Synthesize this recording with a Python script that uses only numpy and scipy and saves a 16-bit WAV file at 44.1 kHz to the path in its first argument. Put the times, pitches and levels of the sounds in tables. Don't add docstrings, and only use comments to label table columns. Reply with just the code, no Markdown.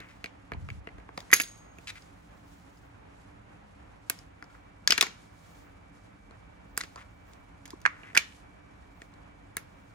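import sys
import numpy as np
from scipy import signal
from scipy.fft import rfft, irfft, next_fast_len
from scipy.io import wavfile

SR = 44100
rng = np.random.default_rng(int(sys.argv[2]) if len(sys.argv) > 2 else 0)


def master_out(mix):
    frames = np.transpose(np.atleast_2d(mix))
    ceiling = np.clip(frames, -1, 1)
    pcm = np.round(ceiling * 32767).astype(np.int16)
    wavfile.write(sys.argv[1], SR, pcm)


def convert_level_to_amplitude(level_db):
    exponent = np.asarray(level_db, float) / 20
    return 10 ** exponent


N = 438354
TIME = np.arange(N) / SR
SIZE = next_fast_len(N + SR)
BINS = np.arange(SIZE // 2 + 1) * SR / SIZE + .01
HIT = 4000

# (multiple of the pitch [-], level [dB], t60 [s])
SHELL_MODES = [(.55, -10, .008), (.7, -8, .010), (.84, -5, .013), (1.0, 0, .020), (1.2, -5, .011),
               (1.45, -7, .006)]
# (frequency [Hz], level [dB], t60 [s])
RIB_MODES = [(3630, -1.5, 0.0053), (4170, -4.5, 0.01), (4900, 1.5, 0.0074), (5728, -3, .007),
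             (6580, -3, 0.0071), (7600, -4, 0.002)]


def rms_one(x):
    return x / np.sqrt(np.mean(x ** 2) + 1e-30)


def at_hz(points, hz, order=1):
    points = np.array(points)
    return np.interp(np.log(hz), np.log(points[:, 0]), points[:, order])


def shaped(x, response):
    return irfft(rfft(x, SIZE) * response, SIZE)[..., :N]


def band_pass(order, low_hz, high_hz, x):
    return signal.sosfilt(signal.butter(order, [low_hz, high_hz], "band", fs=SR, output="sos"), x)


def drift(rate):
    return rms_one(shaped(rng.standard_normal(N), 1 / (1 + (BINS / rate) ** 2)))


def tone(hz, width):
    return rms_one(shaped(rng.standard_normal(N), 1 / (1 + (2 * (BINS - hz) / width) ** 2)))


def stroke(t, start_s, hold_s, rise_db_per_s, fall_db_per_s):
    early, late = np.maximum(start_s - t, 0), np.maximum(t - start_s - hold_s, 0)
    return convert_level_to_amplitude(-rise_db_per_s * early - fall_db_per_s * late)


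def ring(push, hz, t60):
    r, w = convert_level_to_amplitude(-60 / (t60 * SR)), 2 * np.pi * hz / SR
    return signal.lfilter([0, np.sin(w)], [1, -2 * r * np.cos(w), r * r], push + 1e-18)


def struck(push, modes, luck):
    spread_db = 1.2 * (luck[:, :1] + .6 * luck[:, 1:])
    out = 0
    for k, (hz, db, t60) in enumerate(modes):
        out = out + ring(push, hz, t60) * convert_level_to_amplitude(db + spread_db[k, :, None]) * (-1) ** k
    return out / np.abs(out).max(axis=1, keepdims=True)


def blurred(low_hz, high_hz):
    click = band_pass(3, low_hz, high_hz, np.arange(HIT) == 0)
    return click / np.abs(click).max()


def air(spectrum, patchy_db):
    # (frequency [Hz], left-right likeness [-])
    likeness = [(60, 1), (130, 0.085), (290, 0.074), (640, -0.6), (1410, 0.097), (3100, -0.24),
                (6820, 0.46), (15000, -1.7)]
    alike = np.clip(at_hz(likeness, BINS), -.99, .99)
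    colour = convert_level_to_amplitude(at_hz(spectrum, BINS))
    mid, side = shaped(rng.standard_normal((2, N)), colour * np.sqrt([1 + alike, 1 - alike]))
    return rms_one(mid + side * [[1], [-1]]) * convert_level_to_amplitude(patchy_db * drift(9))


def room_tone():
    # (frequency [Hz], density [dB per Hz])
    air_colour = [(55, 0.5), (120, -9), (340, -15.5), (726, -12), (2330, -22.5), (2900, -28.5), (6550, -50),
                  (16500, -65.5)]
    return convert_level_to_amplitude(-53) * air(air_colour, patchy_db=1.0) * convert_level_to_amplitude([[-.9], [.9]])


def hum():
    # (frequency [Hz], width [Hz], level [dB])
    hum_tones = [(104.6, 28, -63), (171.1, 35, -65.5), (208.5, 13, -70), (284, 41, -65)]
    drone = sum(convert_level_to_amplitude(db) * tone(hz, width) for hz, width, db in hum_tones)
    whine = np.sin(2 * np.pi * 2300 * TIME + 1.0 * drift(4.4)) * convert_level_to_amplitude(1.5 * drift(18))
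    start_up = np.clip((TIME - 4.13) / 0.3, 0, 1)
    return (drone + convert_level_to_amplitude(-71.5) * whine * start_up) * convert_level_to_amplitude([[-.8], [.8]])


def walls(x):
    # (frequency [Hz], t60 [s], level [dB])
    wall_decay = [(150, 0.4, -41), (500, 0.2, -46), (1500, 0.17, -44), (3000, 0.16, -44), (6000, 0.12, -43),
                  (11000, 0.074, -41), (16000, .09, -41.5)]
    late_db, late_stretch = -6, 2.5
    t, tail = np.arange(SR // 2) / SR, 0
    edges = 90 * 2 ** np.arange(0, 7.6, .5)
    for low, high in zip(edges, edges[1:]):
        band = band_pass(2, low, high, rng.standard_normal((2, len(t))))
        hz = np.sqrt(low * high)
        fall_db = 60 * t / at_hz(wall_decay, hz)
        decay = convert_level_to_amplitude(-fall_db) + convert_level_to_amplitude(late_db - fall_db / late_stretch)
        tail = tail + band * convert_level_to_amplitude(at_hz(wall_decay, hz, order=2)) * decay
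    first_echoes = np.clip(t / 0.0048, 0, 1)
    return shaped(x, rfft(tail * first_echoes, SIZE))


def shake():
    # (time [s], level [dB])
    rumble_levels = [(0.5, -60), (0.53, -45), (0.576, -42), (0.72, -43), (0.82, -55), (0.87, -65),
                     (0.95, -57), (1.06, -72)]
    # (time [s], peak [dB], pitch [Hz], swell and fade [cycles])
    jolts = [(.528, -48, 100, .5), (0.554, -37.5, 170, 0.9), (.581, -31, 80, 0.69), (.622, -42, 65, 0.58),
             (.646, -33.5, 110, 0.79), (.678, -39, 120, 0.62), (.721, -30, 84.5, 0.62),
             (.785, -37, 70, 0.7), (.815, -42, 60, .5), (.945, -45, 55, .6), (.99, -43, 55.25, 0.48),
             (7.7344, -41, 1030, 2.5), (7.739, -34, 328, 1.1)]
    times, levels_db = np.transpose(rumble_levels)
    swell = convert_level_to_amplitude(np.interp(TIME, times, levels_db, -150, -150))
    bass_band = 1 / (1 + (BINS / 130) ** 4) / (1 + (45 / BINS) ** 4)
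    out = swell * rms_one(shaped(rng.standard_normal(N), bass_band))
    for s, db, hz, cycles in jolts:
        turns = (TIME[:SR * 8] - s) * hz
        out[:SR * 8] += convert_level_to_amplitude(db) * np.cos(2 * np.pi * turns + 3.1) * np.exp(-(turns / cycles) ** 2)
    return shaped(out, np.exp(1j * np.array([[-.7], [.7]])) + 0 * BINS)


def skin():
    # (time [s], hold [s], rub [dB], fine
    # hiss [dB])
    rub_swells = [(0.02, 0.15, -72, -90), (0.616, 0.15, -68.5, -105), (1.184, 0.14, -67, -94.5),
                  (1.45, .15, -66, -97), (1.811, 0.033, -69.5, -88), (1.936, 0.14, -67.5, -86),
                  (2.199, 0.35, -73.5, -90.5), (2.551, 0.3, -72.5, -88), (3.143, 0.15, -71.5, -113),
                  (4.103, 0.1, -64, -91), (4.516, 0.042, -71, -91), (5.1, 0.13, -67, -100),
                  (5.403, 0.22, -67, -83), (5.949, 0.11, -71.5, -100), (6.785, 0.06, -76, -80),
                  (6.87, 0.12, -72, -103), (7.048, 0.16, -79, -99), (7.294, 0.041, -71, -85),
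                  (7.7, 0.69, -72.5, -100.5), (8.25, 0.1, -68, -103), (8.999, .05, -72, -86),
                  (9.7, 0.26, -73.5, -92.5)]
    # (frequency [Hz], density [dB per Hz])
    rub_colour = [(1800, -25.5), (3000, 1), (5500, -1), (6800, -0.5), (9000, -3.5), (12000, -12),
                  (13500, -15.5), (14500, -42)]
    # (frequency [Hz], density [dB per Hz])
    hiss_colour = [(11000, -40), (12500, -2.5), (14000, 1.5), (15800, -3), (16600, -24.5)]
    fade_db_per_s, grip_db = 129.5, -75.5
    t = TIME[::100]
    shapes = np.array([stroke(t, s, hold_s, fade_db_per_s, fade_db_per_s) for s, hold_s, *_ in rub_swells])
    gains = convert_level_to_amplitude(np.array(rub_swells)[:, 2:]).T @ shapes
    rub, hiss = (np.interp(TIME, t, gain) for gain in gains)
    rub = np.maximum(rub, convert_level_to_amplitude(grip_db))
    rubbing = rub * air(rub_colour, patchy_db=0.9) * convert_level_to_amplitude(1.1 * drift(45))
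    return rubbing + hiss * convert_level_to_amplitude(8.5) * air(hiss_colour, patchy_db=2.5)


def drags():
    # (time [s], hold [s], level [dB], brightness [dB], shell pitch [Hz])
    caught = [(1.873, 0.034, -40, -5, 2570), (1.955, 0.027, -49.5, -12, 2240),
              (4.545, 0.0073, -51, -31, 1510), (7.9, 0.12, -56.5, -23, 1750), (8.034, .078, -51, -30, 2020),
              (6.975, 0.052, -53, -12, 2080)]
    # (time [s], hold [s], level [dB], brightness [dB], shell pitch [Hz])
    lifted = [(0.00091, 0.0017, -47, -43, 2150), (0.088, 0.0045, -54.5, -11, 2100),
              (4.5, 0.0036, -59, -12, 1460), (6.965, .025, -55, -28, 1200), (1.343, .03, -42, 3, 2800),
              (4.93, .02, -45, -6, 2040), (6.78, .02, -56, 3, 1800), (0.2, 0.0073, -69, -3.5, 2200)]
    bite_db_per_s, catch_db_per_s, lift_db_per_s = 6000, 2503, 182
    out, size = np.zeros(N), SR // 4
    for rows, fall in ((caught, catch_db_per_s), (lifted, lift_db_per_s)):
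        for s, hold_s, level_db, bright_db, pitch_hz in rows:
            at = max(int(s * SR) - 1000, 0)
            span = slice(at, at + size)
            slips = (rng.random(size) < 5000 / SR) * rng.standard_normal(size)
            slips = slips * convert_level_to_amplitude(1.2 * rng.exponential(1, size))
            slips = signal.sosfilt(signal.butter(4, pitch_hz * .55, "high", fs=SR, output="sos"), slips)
            low = rms_one(sum(ring(slips, pitch_hz * m, t60 * 0.22) * convert_level_to_amplitude(d) for m, d, t60 in SHELL_MODES))
            low = signal.sosfilt(signal.butter(4, pitch_hz * 1.3, fs=SR, output="sos"), low)
            high = sum(ring(slips, hz, t60 * .4) * convert_level_to_amplitude(d) for hz, d, t60 in RIB_MODES)
            high = rms_one(high + .8 * np.diff(slips, prepend=0))
            gain = convert_level_to_amplitude(level_db) * stroke(TIME[span], s, hold_s, bite_db_per_s, fall)
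            out[span] += gain * (low + high * convert_level_to_amplitude(bright_db))
    return out


def steel():
    # (frequency [Hz], level [dB], t60 [s])
    bar_modes = [(4716, -14, .15), (5809, -20, .2), (6460, -2, 0.064), (6580, -23.5, .8), (6620, -5, 0.097),
                 (8250, -25, 0.47), (9800, -27, .4), (10270, -10, .13), (10540, -12.5, .08),
                 (11330, -6, 0.037), (11500, -10, .08), (11700, -29, .33), (15400, -16, .1),
                 (15650, -18, .1)]
    # (time [s], level [dB])
    blows = [
        (1.3306, -36),
        (1.337, -26),
        (1.339, -29),
        (1.341, -28.5),
        (1.347, -41.5),
        (1.363, -33),
        (1.402, -38.5),
        (1.416, -34),
        (1.574, -63.5),
    ]
    out = np.zeros((2, N))
    times, blows_db = np.transpose(blows)
    at = [round((s - 1) * SR) for s in times]
    for hz, level_db, t60 in bar_modes:
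        clicks = np.zeros((2, SR))
        clicks[:, at] = convert_level_to_amplitude(blows_db + level_db + 2 * rng.standard_normal((2, len(at))))
        out[:, SR:2 * SR] += ring(clicks, hz, t60)
    out = out * (1 + convert_level_to_amplitude(10.5) * stroke(TIME, 1.3368, 0.0076, 30000, 30000))
    return out * convert_level_to_amplitude(4 * drift(130))


def plastic_hit(hz, ribs_db, thud_db, snap_db, snap_hz, shell_more_db, ribs_more_db):
    # (frequency [Hz], level [dB], t60 [s])
    bench_modes = [(176, -2, 0.021), (312, 3.5, 0.017), (447.3, -2.5, 0.041), (682, -3.5, 0.047)]
    t = np.arange(HIT) / SR
    luck, grit = rng.standard_normal((3, 6, 3)), rng.standard_normal((3, HIT))
    chatter = (grit[0] + .6 * grit[1:]) * (np.exp(-t / .0012) + .12 * np.exp(-t / .008))
    stiff = signal.butter(2, 500, "high", fs=SR, output="sos")
    contact = signal.sosfilt(stiff, (t == 0) + .15 * chatter)
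    shell_modes = [(hz * m, db + more, t60 * .7) for (m, db, t60), more in zip(SHELL_MODES, shell_more_db)]
    rib_modes = [(f, db + more, t60) for (f, db, t60), more in zip(RIB_MODES, ribs_more_db)]
    shell = struck(contact, shell_modes, luck[0])
    ribs = struck(contact, rib_modes, luck[1])
    thud = struck(t * np.exp(-t / 0.000047), bench_modes, luck[2])
    crack = band_pass(3, hz * .74, hz * 1.35, chatter)
    snap = band_pass(2, *snap_hz, grit[0] * np.sqrt(t) * np.exp(-t / .0011))
    hit = shell + convert_level_to_amplitude(0.5) * crack / np.abs(crack).max()
    hit = hit + convert_level_to_amplitude(ribs_db + 2.5) * ribs + convert_level_to_amplitude(thud_db + 1.5) * thud
    return hit + convert_level_to_amplitude(ribs_db + snap_db + 4.0) * snap / np.abs(snap).max()


def radiated_hit(hz, ribs_db, thud_db, snap_db, snap_hz):
    body = blurred(hz * .7, hz * 1.4) + convert_level_to_amplitude(ribs_db + 4.5) * blurred(3300, 7000)
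    return body + convert_level_to_amplitude(ribs_db + snap_db + 5.0) * blurred(*snap_hz) + convert_level_to_amplitude(thud_db - 2.0) * blurred(180, 700)


def knocks():
    # (time [s], peak [dB], shell pitch [Hz], brightness [dB], bench thud [dB])
    bar_moved = [(0.003, -40.5, 1630, 3.5, 3), (0.242, -21.5, 2200, -6.5, -9.5),
                 (0.519, -22.5, 1710, -21, -5.5), (0.688, -29.5, 2200, -33, -8),
                 (0.702, -27.5, 2200, -13.5, -18), (0.872, -28, 2080, -31, -2.5),
                 (0.983, -41.5, 1600, -14, 3), (1.09, -33, 1500, -28, -3.5), (1.176, -23.5, 1860, -3, -4),
                 (1.177, -22, 760, -21, -8.5), (1.19, -45, 1800, 3.5, -6.5), (1.204, -42, 1821, 9, -8),
                 (1.227, -44.5, 1034, -11.5, 0.5)]
    rebounds = [
        (0.259, -26, 2240, -8, -22),
        (.535, -30, 2210, -11, -9),
        (0.888, -38, 2000, -18, -14),
        (1, -50, 2206, -13, -5),
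    ]
    bar_down = [(1.304, -30.5, 1968, -21, -23), (1.315, -26.5, 1850, 0.5, -21),
                (1.323, -28.5, 1900, -4, -15), (1.329, -0.5, 1746, -10.5, -16),
                (1.3328, 0.2, 2050, -5.5, -44), (1.3368, -12.5, 1860, 4, -21.5),
                (1.339, -24, 2316, 5.5, -12.5), (1.343, -19.5, 1670, 5, -14.5),
                (1.35, -25, 2380, -0.5, -19), (1.366, -34.5, 3055, 11, -7), (1.3996, -10, 2204, -8, -19.5),
                (1.403, -17, 2307, -2.5, -16), (1.407, -21, 1651, -9, -19), (1.413, -25, 2600, 3.5, -17),
                (1.418, -29.5, 2420, 6, -21), (1.435, -30, 3180, 0, -14), (1.785, -35, 2300, -11.5, -5.5),
                (2.022, -47, 4760, -19, -29)]
    first_clamp = [(2.773, -57.5, 1057, 5.5, -7), (4.189, -47.5, 2130, 12, -14),
                   (4.425, -30.5, 1350, -12, -11), (4.441, -49, 900, 2, 2.5),
                   (4.875, -10.5, 1672, 7.5, -30), (4.9, -26.5, 1790, -2, 1.5), (4.906, -7.5, 2300, 4, -30),
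                   (4.909, -11.5, 3000, -16, -29.5), (4.9213, -7.5, 2727, -2.5, -26),
                   (4.9233, -6.5, 1994, 0.5, -20), (4.931, -22, 2300, 0, -15), (4.978, -12, 2300, -3, -25),
                   (4.98, -14.5, 1840, -2, -25), (4.983, -19, 1500, -4.5, -9), (5.0099, -4, 3300, 0, -24),
                   (5.0119, -9, 2410, 0.5, -22), (5.014, -17, 1220, 4, -31),
                   (5.0253, -11, 2180, 0.5, -15.5), (5.0277, -16.5, 1110, -10.5, -11),
                   (5.033, -22.5, 1550, -17, -7.5), (5.067, -26.5, 1990, -6, -14.5)]
    releases = [(6.309, -42, 1245, -9, -2.5), (6.807, -26, 1900, 0, -20), (6.811, -23.5, 1890, 3.5, -29),
                (6.836, -26, 1770, -6, -11.5), (6.959, -27.5, 1017, -7.5, -16),
                (7.334, -61.5, 1094, 18, -12), (9.018, -32.5, 1800, -6, -6), (9.139, -50.5, 1410, 1, -8),
                (9.579, -33, 1890, -10, -17)]
    second_clamp = [(7.655, -35.5, 1810, -1, -16), (7.659, -45, 2700, 6.5, -15),
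                    (7.678, -41.5, 907, -0.5, -17), (7.705, -43.5, 1680, 11, -2),
                    (7.803, -62, 2420, 10, -20), (7.816, -52.5, 2440, 10.5, -22),
                    (7.8528, -7.5, 1607, -30, -60), (7.8607, -5, 1607, -16, -84),
                    (7.863, -24, 2100, -8, -60), (7.868, -20, 1600, -29.5, -43.5),
                    (7.875, -21, 1650, -31.5, -28), (8.033, -39, 2420, -25.5, -4.5),
                    (8.131, -41, 1970, -19, -2.5), (8.149, -20, 1550, -7, -28),
                    (8.1524, -18, 1720, -4.5, -29.5), (8.156, -19, 1800, -13, -14.5),
                    (8.1665, -8.5, 1500, -12.5, -27), (8.1733, -8, 2243, -4, -16),
                    (8.175, -1, 2330, -2.5, -48)]
    triggers = [
        (4.098, -17.5, 2220, 1, -21),
        (4.101, -21.5, 1500, -5, -12.5),
        (6.7756, -16, 1500, 0, -15.5),
        (9.568, -19, 1710, -1.5, -13.5),
    ]
    touches = [(.545, -37.5, 800, -23, 0), (6.768, -42, 4700, -1, -30), (6.803, -40.5, 900, -22, -14),
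               (6.843, -44, 2610, 2, -22), (6.976, -35.5, 1100, -20, -15), (7.013, -45, 1200, -12, -15),
               (8.322, -43, 2300, -21.5, -24.5)]
    groups = (bar_moved, rebounds, bar_down, first_clamp[:11], first_clamp[11:], releases,
              second_clamp[:6], second_clamp[6:11], second_clamp[11:],
              triggers[:2], triggers[2:3], triggers[3:], touches)
    # (left-right [dB], snap re ribs [dB], snap from [Hz], snap to [Hz])
    places = [(0.5, -9.5, 6300, 18000), (-1.5, -19, 7400, 14000), (-3, -5, 10000, 13000),
              (2, -13.5, 6300, 13000), (3, -10, 6300, 14000), (-0.5, -13.5, 6800, 9700),
              (-2, -6.5, 6900, 14000), (-7.5, -14, 6000, 14000), (-3.5, -8, 6300, 14000),
              (-1, 3.5, 6800, 15500), (-3.5, 3.5, 6400, 13500), (-0.9, 1.5, 9400, 15000),
              (-5, -16, 6300, 12000)]
    shell_by_group = [(8, 7, 0.2, 0.3, -8, 0.5), (-12, -6, 2, 6, -13, -18),
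                      (-4.5, -1, -1.34, 0.5, -0.83, -8.5), (2.5, -1.5, -3, -2.5, -0.5, 3.5),
                      (2, -1.15, -3, -4, -2, 3.5), (1, 2, 3, 10.5, 1, 10), (-11, -7, 0.5, 1.5, -5, 1.5),
                      (-2, -12, -3, -0.3, -2, 0.1), (-5.5, -3, -2.5, 2.3, -6.5, -1.5),
                      (-8, -3, -7, 2, -2, 4), (-7, -3, 5.5, -3.5, -4.5, 9), (-19, -11, 2, 4, 1.5, 0),
                      (-6, -1, 4, 4, 2, -2)]
    ribs_by_group = [(11, 8.5, 2.5, -5, 7, -13), (-6, 8, -4.5, -8, -10, -8), (0.5, -5.5, -4, -3, 4, -0.5),
                     (-8, -5, 4, 2, 0.5, -6), (3, 4, -0.1, -0.7, 1.5, -1.5), (4, 3.5, 0, -3, 3.5, 5),
                     (2.5, 0, -0.5, 0.5, 5, -3), (3, 6, -4, -2.5, 4.5, -2),
                     (2.4, -4, -0.7, -1.9, 0.5, -1.5), (2, -1, -1, 2, 7, -3), (-3, 1.5, 4, -1, 3.5, 13.5),
                     (5, 4.5, 0.5, 0, 8, -3), (0.5, 0.1, 2, -4, 0.1, 0.5)]
    to_walls_db = [0.1, -2.2, -3.5, -0.2, 2.6, -3, 3, -2.1, -0.5, -1, -0.7, -2.5, 7]
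    out = np.zeros((3, N + HIT))
    for rows, place, shell_more_db, ribs_more_db, wet_db in zip(groups, places, shell_by_group,
                                                                ribs_by_group, to_walls_db):
        pan_db, snap_db, *snap_hz = place
        pan = convert_level_to_amplitude([[pan_db / 2], [-pan_db / 2]])
        for s, db, hz, ribs_db, thud_db in rows:
            span = slice(round(s * SR), round(s * SR) + HIT)
            hit = plastic_hit(hz, ribs_db, thud_db, snap_db, snap_hz, shell_more_db, ribs_more_db)
            out[:2, span] += convert_level_to_amplitude(db - 4.5) * hit * pan
            out[2, span] += convert_level_to_amplitude(db + wet_db) * radiated_hit(hz, ribs_db, thud_db, snap_db, snap_hz)
    return out[:, :N]


def scene():
    # (frequency [Hz], right port lags [rad])
    near_lag = [(100, 0), (400, .7), (750, 2.1), (1500, 1.5), (8000, 1.4)]
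    *clacks, radiated = knocks()
    held = steel() + drags() * convert_level_to_amplitude([[1.2], [-1.2]])
    lag = at_hz(near_lag, BINS)
    direct = shaped(clacks + held, np.exp([0 * lag, -1j * lag]))
    return direct + walls(radiated + held[0]) + skin() + room_tone() + hum() + shake()


def band_limit(x):
    return signal.sosfilt(signal.butter(12, 16650, fs=SR, output="sos"), x)


def record(dry):
    # (frequency [Hz], right port leads [rad])
    port_lead = [(9200, -2.0), (10300, -.4), (11800, .3), (12400, 2.0), (13000, 3.1), (14200, 3.8),
                 (15200, 5.8), (16500, 7.2)]
    top = 1 / (1 + (port_lead[0][0] / BINS) ** 24)
    lead = np.interp(BINS, *np.transpose(port_lead))
    right = shaped(dry[1], np.sqrt(1 - top)) + shaped(dry[0], np.sqrt(top) * np.exp(1j * lead))
    passband = 1 / (1 + (40 / BINS) ** 8) / (1 + (BINS / 15900) ** 40)
    both = shaped(np.array([dry[0], right]), passband)
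    rounded = .97 * np.tanh(both / .97)
    return band_limit(rounded)


dry = scene()
out = record(dry)
master_out(out)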